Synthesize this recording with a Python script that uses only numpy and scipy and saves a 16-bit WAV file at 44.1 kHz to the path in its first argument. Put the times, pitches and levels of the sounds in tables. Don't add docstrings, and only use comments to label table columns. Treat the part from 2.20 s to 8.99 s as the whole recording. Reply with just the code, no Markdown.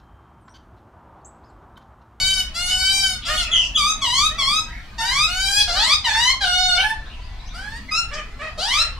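import sys
import numpy as np
from scipy import signal
from scipy.fft import rfft, irfft, next_fast_len
from scipy.io import wavfile
from scipy.ndimage import uniform_filter1d, map_coordinates

SR = 44100
rng = np.random.default_rng(int(sys.argv[2]) if len(sys.argv) > 2 else 0)


def waveform_to_disk(signal):
    frames = np.transpose(np.atleast_2d(signal))
    scaled = np.clip(frames, -1, 1) * 32767
    samples = np.round(scaled).astype(np.int16)
    wavfile.write(sys.argv[1], SR, samples)


N = 299433

# (start [s], length [s], first pitch [Hz], top pitch [Hz], last pitch [Hz],
# time to crest [s], core gain [dB], upper harmonics gain [dB], swell [dB], roughness [0-1])
WHINE_NOTES = [ (-.03, 0.26, 734, 765.4, 732.4, 0.137, -39, -26, 0, 0.07),
               (0.339, 0.62, 642, 782.1, 719, .41, -35.5, -24.5, 8, 0.05),
               (1.047, 0.21, 644, 733.4, 644, 0.099, -34, -29, 4.5, 0.06),
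               (2.793, 0.15, 658, 819, 800, 0.12, -35, -36.5, -1, 0),
               (3.055, 0.392, 625.5, 834, 817, .345, -30, -22, 22, 0.06),
               (5.334, 0.26, 598, 902, 983, .195, -40, -50, -7, 0.14), ]
# (start [s], length [s], centre [Hz], level [dB])
CRACKS = [(0.2, 0.025, 3800, -36), (0.47, 0.079, 4570, -36), (1.016, 0.1, 3200, -34.5),
          (1.347, 0.14, 5600, -39), (3.386, 0.066, 4580, -26.5), (3.93, .09, 1800, -32),
          (4.222, 0.046, 3600, -30), (4.573, .15, 9550, -46.5), (5.928, 0.037, 5300, -35)]
# (start [s], length [s], top pitch [Hz], level [dB], roughness [ratio])
SQUAWK_NOTES = [(1.07, 0.1, 630, -29.5, 0.22), (1.27, 0.14, 689, -37.5, 0.31), (2.09, 0.18, 674, -39.5, 0),
                (3.53, 0.19, 650.4, -35.5, 0.13), (3.86, 0.093, 832, -32, .37),
                (5.9, .13, 621.3, -34.5, 0.47), (6.185, 0.12, 633, -33.5, 0.37),
                (6.55, 0.15, 647, -38.5, 0.65)]
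CHATTER_NOTES = [(2.47, 0.15, 2024, -43.5, 1.1), (4.84, 0.055, 1736, -46, .8), (4.83, 0.1, 3900, -51, 0.88),
                 (4.88, 0.094, 2920, -48, 1), (5.0, .09, 4890, -56.5, 0), (5.17, .07, 4040, -52, 0.37),
                 (5.24, .066, 5980, -49, 0.63), (5.27, 0.077, 3750, -49, .5)]
# (start [s], length [s], first pitch [Hz], target pitch [Hz], mid-note level [dB])
SQUEAL_NOTES = [(1.154, 0.14, 3760, 2356, -30), (1.308, 0.16, 3526, 2740, -22),
                (1.544, 0.038, 3364, 2980, -17.5), (4.575, 0.064, 2750, 3314, -24.5),
                (5.678, 0.031, 2070, 1870, -32.5)]
# (start [s], length [s], first pitch [Hz], dip pitch [Hz], target pitch [Hz], climb time [s],
# fundamental gain [dB], second harmonic gain [dB], upper harmonics gain [dB], swell [dB],
# roughness [0-1], beak resonance [Hz], treble tilt [dB/octave])
YELP_NOTES = [ (1.568, .16, 1265, 1049, 1276, 0.15, -27, -32, -21.5, 1, 0.08, 3550, -0.5),
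              (1.813, 0.27, 1144, 902, 1380, 0.37, -27, -30, -21, 5, 0.01, 3780, 0.5),
              (2.178, .23, 1166, 991, 1290, 0.23, -28.5, -31.5, -22.5, 3, 0.02, 3840, -0.5),
              (2.778, 0.29, 923, 862, 1353, 0.36, -28.5, -25, -21.5, 7.5, 0.09, 3960, 0.5),
              (3.472, 0.28, 716.5, 643, 1379, 0.38, -27.5, -25.5, -17.5, 10, 0.17, 4060, -0.5),
              (3.839, 0.29, 1019, 834.3, 1247, 0.5, -25, -23.5, -20.5, 5.5, 0.08, 3670, -0.5),
              (4.204, .38, 826, 703.6, 737, 0.21, -28.5, -24, -22, 3, 0.03, 4030, -2.5),
              (4.57, 0.075, 742, 725, 778, 0.0526, -29, -29, -26, -6.5, 0.19, 3000, -19),
              (4.628, 0.11, 856, 815, 884.3, .085, -27.5, -27.5, -38.5, -3.5, 0.07, 2640, -6.5),
              (5.709, 0.099, 1240, 1165, 1382, 0.084, -27.5, -24.5, -25.5, 4.5, 0.01, 5250, 0.5),
              (6.374, 0.26, 611.5, 717, 1487, .322, -28.5, -26.5, -21.5, 9.5, 0.16, 3700, 0.5), ]
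# (frequency [Hz], relative gain [dB])
WHINE_TRACT = [(1060, -58), (1800, -2.5), (2340, -4.5), (2720, 2), (3060, 1.5), (3570, 1), (3770, -1),
               (4640, 2.5), (5860, -4.5), (8480, -9.5), (9030, -10), (15500, -28)]
SQUAWK_TRACT = [(600, 9.5), (1250, 13.5), (1900, 17), (3000, 6.5), (5000, -5.5), (8000, -10.5),
                (15000, -45)]
YELP_TRACT = [(1060, -35), (1800, 1), (2010, -6), (2680, -5), (2850, 2.5), (3180, 1), (4430, 1.5),
              (5750, -1.5), (8180, -11), (11100, -19.5), (12800, -26), (15500, -39)]
# (frequency [Hz], relative density [dB])
RUMBLE_SPECTRUM = [(8.8, -52), (15, 3), (32, 2.5), (44, 3.5), (162, -19.5), (218, -21.5), (364, -36.5),
                   (450, -33), (580, -49), (990, -120)]
TRAFFIC_SPECTRUM = [(50, -34), (110, -2), (180, -11.5), (215, -5.5), (280, -13.5), (360, -25), (1000, -44)]
AIR_SPECTRUM = [(210, 0), (350, -6.5), (851, 1.5), (1550, -2.5), (1850, -2), (3840, -7.5), (4220, -4.5),
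                (4870, -9), (5110, -12), (15500, -38)]
# (time [s], level [dB])
TRAFFIC_LEVEL = [(0, -51.5), (2.4, -45.5), (3.599, -58), (4.8, -85), (5.5, -45.5), (6.79, -64.5)]
# (frequency [Hz], coherence [0-1])
NOISE_COHERENCE = [(100, 0.98), (600, 0.82), (2000, 0.47), (8000, 0.11)]
# (delay [s], left microphone lag [ms], gain [dB])
REFLECTIONS = [(.0014, 0.23, -18), (.0052, -0.16, -14), (0.0118, 0.062, -12), (.027, -0.21, -16),
               (.075, 0.052, -26.5)]
# (frequency [Hz], T60 [s])
YARD_DECAY = [(300, 0.0433), (1500, 0.34), (4000, 0.31), (8000, 0.25), (15000, 0.13)]

TOP_HZ = 15700
MAX_ROUGH = .9


def amp(db):
    return 10 ** (np.asarray(db) / 20)


def unit(x):
    return x / np.sqrt(np.mean(x ** 2) + 1e-20)


def clock(length_s):
    return np.arange(int(length_s * SR)) / SR


def along(points, hz):
    knots_hz, values = np.transpose(points)
    return np.interp(np.log(hz + 1), np.log(knots_hz + 1), values)


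def wobble(rate_hz, size):
    knots = rng.standard_normal(int(size * rate_hz / SR) + 4)
    return map_coordinates(knots, [np.arange(size) * rate_hz / SR])


def filtered(x, response):
    size = next_fast_len(N + SR // 2)
    return irfft(rfft(x, size) * response(np.fft.rfftfreq(size, 1 / SR)), size)[..., :N]


def add(track, t, note, fade_s):
    gate = np.clip(np.minimum(t - t[0], t[-1] - t) / fade_s, 0, 1)
    heard, start = (note * gate)[t >= 0], max(0, round(t[0] * SR))
    track[start:start + len(heard)] += heard[:max(0, N - start)]


def syrinx(pitch_hz, rough, jitter, count=22, shimmer_db=3):
    size, orders = len(pitch_hz), np.arange(1, count + 1)[:, None]
    rough = np.clip(rough, 0, MAX_ROUGH)
    unsteady = (jitter + .03 * rough) * wobble(110, size) + .035 * rough * wobble(500, size)
    phase = orders * 2 * np.pi * np.cumsum(pitch_hz * (1 + unsteady)) / SR
    skirt = np.array([wobble(600, size) * np.sin(p) + wobble(600, size) * np.cos(p) for p in phase])
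    harmonics = np.sqrt(2 * (1 - rough ** 2)) * np.sin(phase) + rough * skirt
    wander = np.array([wobble(21.46, size) for _ in orders])
    emphasis = amp(shimmer_db * np.minimum(orders / 4, 1) * wander)
    hz = orders * pitch_hz
    return emphasis * harmonics * (hz < TOP_HZ), hz


def throat(harmonics, hz, tract, boost_db=0):
    gain = amp(along(tract, hz) + boost_db)
    return (gain * harmonics).sum(0) / np.sqrt((gain ** 2).sum(0))


def whines(scoop_s=.028, scoop_share=.4, drift=.001976, drift_hz=17.75, crack_rough=.19):
    out = np.zeros(N)
    for (start_s, length_s, first_hz, top_hz, last_hz, crest_s,
         core_db, upper_db, swell_db, rough) in WHINE_NOTES:
        t = clock(length_s)
        scoop = scoop_share * (1 - np.exp(-t / scoop_s))
        rise = scoop + (1 - scoop_share) * np.minimum(t / crest_s, 1)
        sag = (np.maximum(t - crest_s, 0) / (length_s - crest_s)) ** 2
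        pitch_hz = first_hz + (top_hz - first_hz) * rise + (last_hz - top_hz) * sag
        pitch_hz *= 1 + drift * wobble(drift_hz, len(t))
        effort_db = swell_db * (rise - sag - 1)
        crack = sum(np.exp(-(2 * (start_s + t - at_s) / span_s - 1) ** 2) for at_s, span_s, *_ in CRACKS)
        harmonics, hz = syrinx(pitch_hz, rough + crack_rough * crack, jitter=.0012)
        core = amp(core_db + .32 * effort_db) * (amp(-9) * harmonics[0] + amp(-1) * harmonics[1])
        nasal = amp(upper_db + 1 + effort_db) * throat(harmonics[2:], hz[2:], WHINE_TRACT)
        add(out, start_s + t, core + nasal, fade_s=.022)
    return out


def mid_side_gains(coherence, hz):
    angle = np.arccos(along(coherence, hz)) / 2
    return np.array([np.cos(angle), np.sin(angle)])


def patchy_noise(spectrum, patch_db):
    bins = signal.stft(rng.standard_normal((2, N)), nperseg=2048)[2]
    patches = uniform_filter1d(rng.standard_normal(bins.shape[1:]), size=3, axis=0)
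    patches = uniform_filter1d(patches, size=8, axis=1)
    pair = signal.istft(bins * amp(patch_db * unit(patches)), nperseg=2048)[1][:, :N]
    mid, side = filtered(pair, lambda hz: amp(along(spectrum, hz)) * mid_side_gains(NOISE_COHERENCE, hz))
    return unit(np.array([mid + side, mid - side]))


def outdoors(rumble_db=-34.5, air_db=-44.5):
    traffic_db = np.interp(np.arange(N) / SR, *np.transpose(TRAFFIC_LEVEL))
    traffic = amp(traffic_db) * patchy_noise(TRAFFIC_SPECTRUM, patch_db=3.5)
    rumble = amp(rumble_db) * patchy_noise(RUMBLE_SPECTRUM, patch_db=2.5)
    air = amp(air_db) * patchy_noise(AIR_SPECTRUM, patch_db=5)
    return traffic + rumble + air


def wall_echoes(x, direct_lag_ms=.021):
    paths = [(0, direct_lag_ms, 0), *REFLECTIONS]
    sides = np.array([[.5], [-.5]])
    return filtered(x, lambda hz: sum(
        amp(db) * np.exp(-2j * np.pi * hz * (delay_s + sides * lag_ms / 1000))
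        for delay_s, lag_ms, db in paths))


def yard_reverb(x):
    hz, t, bins = signal.stft(rng.standard_normal((2, SR // 2)), SR, nperseg=256)
    decay = amp(-60 * t / along(YARD_DECAY, hz)[:, None])
    spread = mid_side_gains([(700, .84), (1500, .61), (3000, .076)], hz[:, None])
    mid, side = signal.istft(bins * decay * spread, SR, nperseg=256)[1]
    tail = np.array([mid + side, mid - side])
    return signal.fftconvolve(x[None], tail / np.linalg.norm(tail[0]), axes=1)[:, :N]


def rasps(slope_db_per_oct=-38):
    out = np.zeros(N)
    for start_s, length_s, centre_hz, level_db in CRACKS:
        t = clock(length_s)
        octaves = np.log2((np.fft.rfftfreq(len(t), 1 / SR) + 1) / centre_hz)
        resonance = amp(slope_db_per_oct * np.hypot(octaves, .2))
        hiss = irfft(rfft(rng.standard_normal(len(t))) * resonance, len(t))
        flutter = amp(3 * wobble(200, len(t)))
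        add(out, start_s + t, amp(level_db) * unit(hiss * flutter), fade_s=.018)
    return out


def arched_calls(notes, tract, bend):
    out = np.zeros(N)
    for start_s, length_s, top_hz, level_db, rough in notes:
        t = clock(length_s)
        pitch_hz = top_hz * (1 - bend * (t / length_s - .6) ** 2)
        harmonics, hz = syrinx(pitch_hz, rough, jitter=.008, count=int(TOP_HZ / top_hz))
        add(out, start_s + t, amp(level_db) * throat(harmonics, hz, tract), fade_s=.03)
    return out


def squawks():
    return arched_calls(SQUAWK_NOTES, SQUAWK_TRACT, bend=.52)


def squeals(slide_s=.065, fade_db_per_s=44, step_db=-14):
    out = np.zeros(N)
    for start_s, length_s, first_hz, target_hz, level_db in SQUEAL_NOTES:
        t = clock(length_s)
        pitch_hz = target_hz + (first_hz - target_hz) * np.exp(-t / slide_s)
        harmonics, _ = syrinx(pitch_hz, rough=.45, jitter=.022, count=4)
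        whistle = amp(step_db * np.arange(len(harmonics))) @ harmonics
        envelope = amp(level_db - fade_db_per_s * (t - length_s / 2))
        flutter = amp(3 * wobble(110, len(t)))
        add(out, start_s + t, envelope * unit(whistle * flutter), fade_s=.018)
    return out


def yelps(settle_s=.04, hold_s=.0179, waver_hz=45, beak_db=6, beak_rise_oct=.088, beak_width_oct=.29):
    out, last_end_s = np.zeros(N), 0
    for (start_s, length_s, first_hz, dip_hz, target_hz, climb_s,
         fundamental_db, second_db, upper_db, swell_db, rough, beak_hz, tilt_db_per_oct) in YELP_NOTES:
        t = clock(length_s)
        onset = np.exp(-(t / settle_s) ** 2)
        climb = np.sin(np.pi / 2 * np.minimum(t, length_s - hold_s) / climb_s) ** 2
        pitch_hz = dip_hz + (first_hz - dip_hz) * onset + (target_hz - dip_hz) * climb
        pitch_hz *= 1 + .027 * rough * wobble(waver_hz, len(t))
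        push = np.log2(first_hz / dip_hz) * onset
        slack = 1 - climb / climb.max() - push
        drop_db = swell_db * slack
        scrape = .3 * np.clip((start_s - last_end_s) / .06, 0, 1) * np.exp(-t / .025)
        last_end_s = start_s + length_s
        harmonics, hz = syrinx(pitch_hz, rough + scrape, jitter=.002)
        core = amp(fundamental_db - .42 * drop_db) * harmonics[0]
        core += amp(second_db - .91 * drop_db) * harmonics[1]
        octaves = np.log2(hz[2:] / beak_hz) + beak_rise_oct * slack
        boost_db = beak_db * np.exp(-(octaves / beak_width_oct) ** 2) + tilt_db_per_oct * octaves
        brass = amp(upper_db - drop_db) * throat(harmonics[2:], hz[2:], YELP_TRACT, boost_db)
        add(out, start_s + t, amp(-1.5) * core + amp(-.5) * brass, fade_s=.013)
    return out


def chatter():
    return arched_calls(CHATTER_NOTES, tract=[(2000, 26), (5000, -2), (10000, -50)], bend=1)


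def scene():
    magpies = whines() + yelps() + squeals() + rasps() + squawks()
    far_birds = chatter()
    near = amp(.5) * wall_echoes(magpies) + yard_reverb(magpies)
    distant = amp(.5) * far_birds + amp(1) * yard_reverb(far_birds)
    return near + distant + outdoors()


def record(dry):
    # (frequency [Hz], left minus right [dB])
    mismatch = [(60, 1.3), (600, 1.2), (1300, -1.2), (2300, -1.0), (4400, 2.0), (15000, 1.9)]
    sides = np.array([[.5], [-.5]])
    return filtered(dry, lambda hz: amp(sides * along(mismatch, hz)) * (hz < TOP_HZ))


dry = scene()
out = record(dry)
waveform_to_disk(out)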